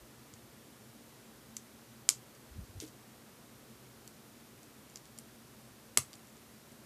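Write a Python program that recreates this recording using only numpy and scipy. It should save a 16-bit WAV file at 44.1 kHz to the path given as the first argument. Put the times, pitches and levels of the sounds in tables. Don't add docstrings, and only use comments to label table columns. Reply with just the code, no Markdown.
import sys
import numpy as np
from scipy import signal
from scipy.fft import rfft, irfft, next_fast_len
from scipy.io import wavfile

SR = 44100
rng = np.random.default_rng(int(sys.argv[2]) if len(sys.argv) > 2 else 0)


def unload_wav(signal):
    wavfile.write(
        sys.argv[1],
        SR,
        np.round(np.clip(np.atleast_2d(signal).T, -1, 1) * 32767).astype(np.int16),
    )


def amplitude_ratio(level_db):
    exponent = np.asarray(level_db, float) / 20
    return 10 ** exponent


N = 302085


def add(out, start_s, sound):
    i = int(start_s * SR)
    out[i:i + len(sound)] += sound[:N - i]


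def peak(x, db):
    return x * amplitude_ratio(db) / np.max(np.abs(x))


def noise(gain):
    size = next_fast_len(N)
    hz = np.maximum(np.arange(size // 2 + 1) * SR / size, 1)
    x = irfft(rfft(rng.standard_normal(size)) * gain(hz), size)[:N]
    return x / np.std(x)


def background():
    # frequency in Hz, level in dB per Hz.
    floor = [(15, -67), (25, -48), (34, -34), (54, -9), (92, -10.5), (123, -2.5), (148, -6.5), (188, -9),
             (221, 0), (252, -5.5), (386, -8.5), (856, -16), (1150, -16), (2680, -21.5), (14300, -25)]
    # frequency in Hz, width in Hz, level in dB rms.
    fan = [(125.1, 10.4, -69), (226.4, 6.1, -70.5)]
    floor_db = -56.5
    at_hz, db = np.transpose(floor)
    out = amplitude_ratio(floor_db) * noise(lambda hz: amplitude_ratio(np.interp(np.log(hz), np.log(at_hz), db)))
    for tone_hz, width_hz, tone_db in fan:
        out += amplitude_ratio(tone_db) * noise(lambda hz: 1 / (1 + (2 * (hz - tone_hz) / width_hz) ** 2))
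    return out


def table():
    # start in seconds, peak level in dB, frequency in Hz.
    arm = [(.005, -53, 50), (.33, -51, 108), (2.505, -47, 65.5), (2.55, -44, 67.5), (2.577, -37, 88),
           (2.585, -43.5, 182), (2.6, -40, 58), (2.626, -49, 110), (2.689, -48.5, 95), (2.748, -42.5, 82),
           (2.768, -40.5, 82)]
    # frequency in Hz, level in dB, T60 in seconds.
    top_modes = [(90, -8, 0.11), (134, -6.5, .16), (250, -3, 0.034), (430, -0.5, 0.034), (616, -6, 0.041)]
    # frequency in Hz, level in dB, T60 in seconds.
    card_modes = [(268, -7, 0.2), (311.5, 0.5, 0.17), (427, -2.5, 0.1), (464, -6.5, 0.17),
                  (627, -14.5, .09)]
    # start in seconds, peak level in dB, rise in cycles.
    top_knocks = [
        (5.974, -34.5, 0.84),
    ]
    card_knocks = [
        (2.089, -54, 0.35),
        (2.818, -44, 2.6),
    ]
    arm_rise_cycles, arm_t60_s = 0.72, 0.083
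    mic_low_hz = 42

    bumps = [(s, db, hz, arm_rise_cycles / hz, arm_t60_s) for s, db, hz in arm]
    for knocks, modes in ((top_knocks, top_modes), (card_knocks, card_modes)):
        for s, knock_db, cycles in knocks:
            bumps += [(s, knock_db + db, hz, cycles / hz, t60_s) for hz, db, t60_s in modes]

    out = np.zeros(N)
    t = np.arange(SR // 3) / SR
    for s, peak_db, hz, rise_s, t60_s in bumps:
        push = 1 - np.exp(-(t / max(rise_s, .001)) ** 2)
        swell = push * np.exp(-np.log(1000) * t / t60_s)
        add(out, s, amplitude_ratio(peak_db) * swell / swell.max() * -np.sin(2 * np.pi * hz * t))
    return signal.sosfilt(signal.butter(2, mic_low_hz, "high", fs=SR, output="sos"), out)


def scrape():
    # time in seconds, level in dB.
    drag = [
        (2.8, -90),
        (2.808, -49.5),
        (2.83, -52.5),
        (2.86, -62),
        (2.885, -61),
        (2.91, -90),
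    ]
    s, db = np.transpose(drag)
    hiss = noise(lambda hz: 1 / (1 + (np.log2(hz / 5500) / 1.6) ** 4))
    grain = amplitude_ratio(3.3 * rng.standard_normal(N // 40 + 1)).repeat(40)[:N]
    return hiss * grain * amplitude_ratio(np.interp(np.arange(N) / SR, s, db, -140, -140))


def room(x):
    # delay in seconds, level in dB, smear in seconds.
    walls = [(.0047, -39, .0004), (.008, -32, .0008), (.0097, -33, .0006), (.0155, -37, .001)]
    tail_db, tail_t60_s, tail_start_s = -33, 0.16, .0085
    t = np.arange(SR // 4) / SR
    shape = amplitude_ratio(tail_db - 60 * t / tail_t60_s) * np.clip((t / tail_start_s) ** 3, 0, 1)
    for delay_s, db, smear_s in walls:
        shape = shape + amplitude_ratio(db) * np.exp(-((t - delay_s) / smear_s) ** 2)
    return signal.fftconvolve(x, shape * rng.standard_normal(len(t)))[:N]


def clicks():
    # start in seconds, peak level in dB, brightest Hz, spread in octaves.
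    slips = [(.338, -37.5, 6800, .4), (1.5666, -40, 6800, .4), (1.5671, -23, 7300, .22),
             (1.5687, -25, 6300, .17), (1.5676, -33, 10600, .2), (2.0902, -11.5, 3800, 0.43),
             (2.0911, -11, 11000, 0.15), (2.35, -49, 6000, .5), (2.802, -23, 5800, .5),
             (2.878, -46, 7000, .5), (4.0768, -31, 7500, 0.88), (4.631, -44, 7000, .5),
             (4.899, -45, 8000, .33), (4.9584, -28, 6000, 0.2), (4.972, -34, 6000, 0.77),
             (5.055, -45, 6100, .79), (5.178, -42, 7500, .5), (5.1871, -28.5, 8600, 0.39),
             (5.9733, -10, 2600, 1.0), (5.9741, -2.5, 9000, .33), (5.9739, -31, 1060, 0.97),
             (5.9745, -11, 5800, .3), (5.9762, -13, 8000, .25), (6.1314, -33, 4840, 1.1),
             (6.138, -39, 4100, 0.25), (6.154, -42, 8000, .35), (6.272, -50, 8000, .5),
             (6.368, -49, 6500, .5), (6.7197, -47.5, 8000, .5)]
    # start in seconds, peak in dB, brightest Hz, spread in octaves, body in dB.
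    snaps = [
        (2.0904, .5, 7000, .24, -26),
        (5.9747, -6, 7750, .2, -20),
    ]
    # lag in seconds, level in dB, brightest Hz, spread in octaves.
    body = [
        (.0001, 1, 2350, .25),
        (.0002, -2, 1180, .25),
    ]
    body_ring_db, body_room_db = -9, -1.5
    ring_base_db, ring_db_per_octave, ring_per_db = -12, -5, -0.28
    faint_db, faint_room_per_db, clear_room_db = -40, 1.3, -3.5

    found = []
    for s, *_, body_db in snaps:
        for lag_s, db, hz, spread in body:
            found.append((s + lag_s, body_db + db, hz, spread, body_ring_db, body_room_db))
    for s, peak_db, hz, spread, *_ in snaps + slips:
        ring_db = ring_base_db + ring_db_per_octave * spread + ring_per_db * peak_db
        room_db = clear_room_db + faint_room_per_db * max(faint_db - peak_db, 0)
        found.append((s, peak_db, hz, spread, ring_db, room_db))
    return found


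def parts():
    # frequency in Hz, level in dB, T60 in seconds.
    part_modes = [(900, -27, 0.0062), (1250, 0.5, 0.011), (1590, -31, 0.0045), (2260, -4.5, 0.017),
                  (3200, 0, 0.0095), (3800, -6, 0.008), (4330, -10, 0.0086), (4660, -1, 0.012),
                  (5300, -8, 0.006), (5890, -2, 0.011), (7000, 0, 0.01), (7620, -5.5, 0.016),
                  (8300, -0.5, .006), (9200, -9, 0.01), (10730, -5, 0.0095), (13140, -1, 0.0098)]
    hz, db, t60_s = (column[:, None] for column in np.transpose(part_modes))
    dry, wet = np.zeros(N), np.zeros(N)
    t = np.arange(-128, 896) / SR
    bins = np.maximum(np.fft.rfftfreq(len(t), 1 / SR), 1)
    fade = np.exp(-np.log(1000) * np.abs(t) / t60_s) * np.clip(t / 0.00043, 0, 1)
    events = clicks()
    chance = rng.standard_normal((len(events), 3, len(part_modes), 1))

    for (s, peak_db, top_hz, spread, ring_db, room_db), (drift, weight, turn) in zip(events, chance):
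        def colour(f):
            octaves = np.log2(f / top_hz)
            return amplitude_ratio(-6.0 * (octaves / max(spread, .15)) ** 2) + amplitude_ratio(-11.5 - 2.93 * octaves ** 2)

        crack = peak(irfft(colour(bins) * np.exp(2j * np.pi * bins * t[0] + 1j * turn[0])), 0)
        tones = np.sin(2 * np.pi * hz * (1 + 0.015 * drift) * t + 2.47 * turn)
        modes = amplitude_ratio(db + 0.37 * weight) * colour(hz) ** 0.72 * tones
        ring = peak(np.sum(modes * fade, axis=0), ring_db)
        add(dry, s + t[0], amplitude_ratio(peak_db) * (crack + ring))
        add(wet, s + t[0], amplitude_ratio(peak_db + room_db) * (crack + ring / 3))
    return dry, wet


def scene():
    port_hz = 12800
    dry, wet = parts()
    near = dry + room(wet) + scrape()
    near = signal.sosfilt(signal.butter(2, port_hz, fs=SR, output="sos"), near)
    mono = near + table() + background()
    return np.array([mono, mono])


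def low_pass(x):
    return signal.sosfilt(signal.butter(12, 15900, fs=SR, output="sos"), x)


def record(dry):
    top_hz = 14650
    cut = signal.sosfilt(signal.ellip(10, .3, 60, top_hz, fs=SR, output="sos"), dry)
    return low_pass(cut)


dry = scene()
out = record(dry)
unload_wav(out)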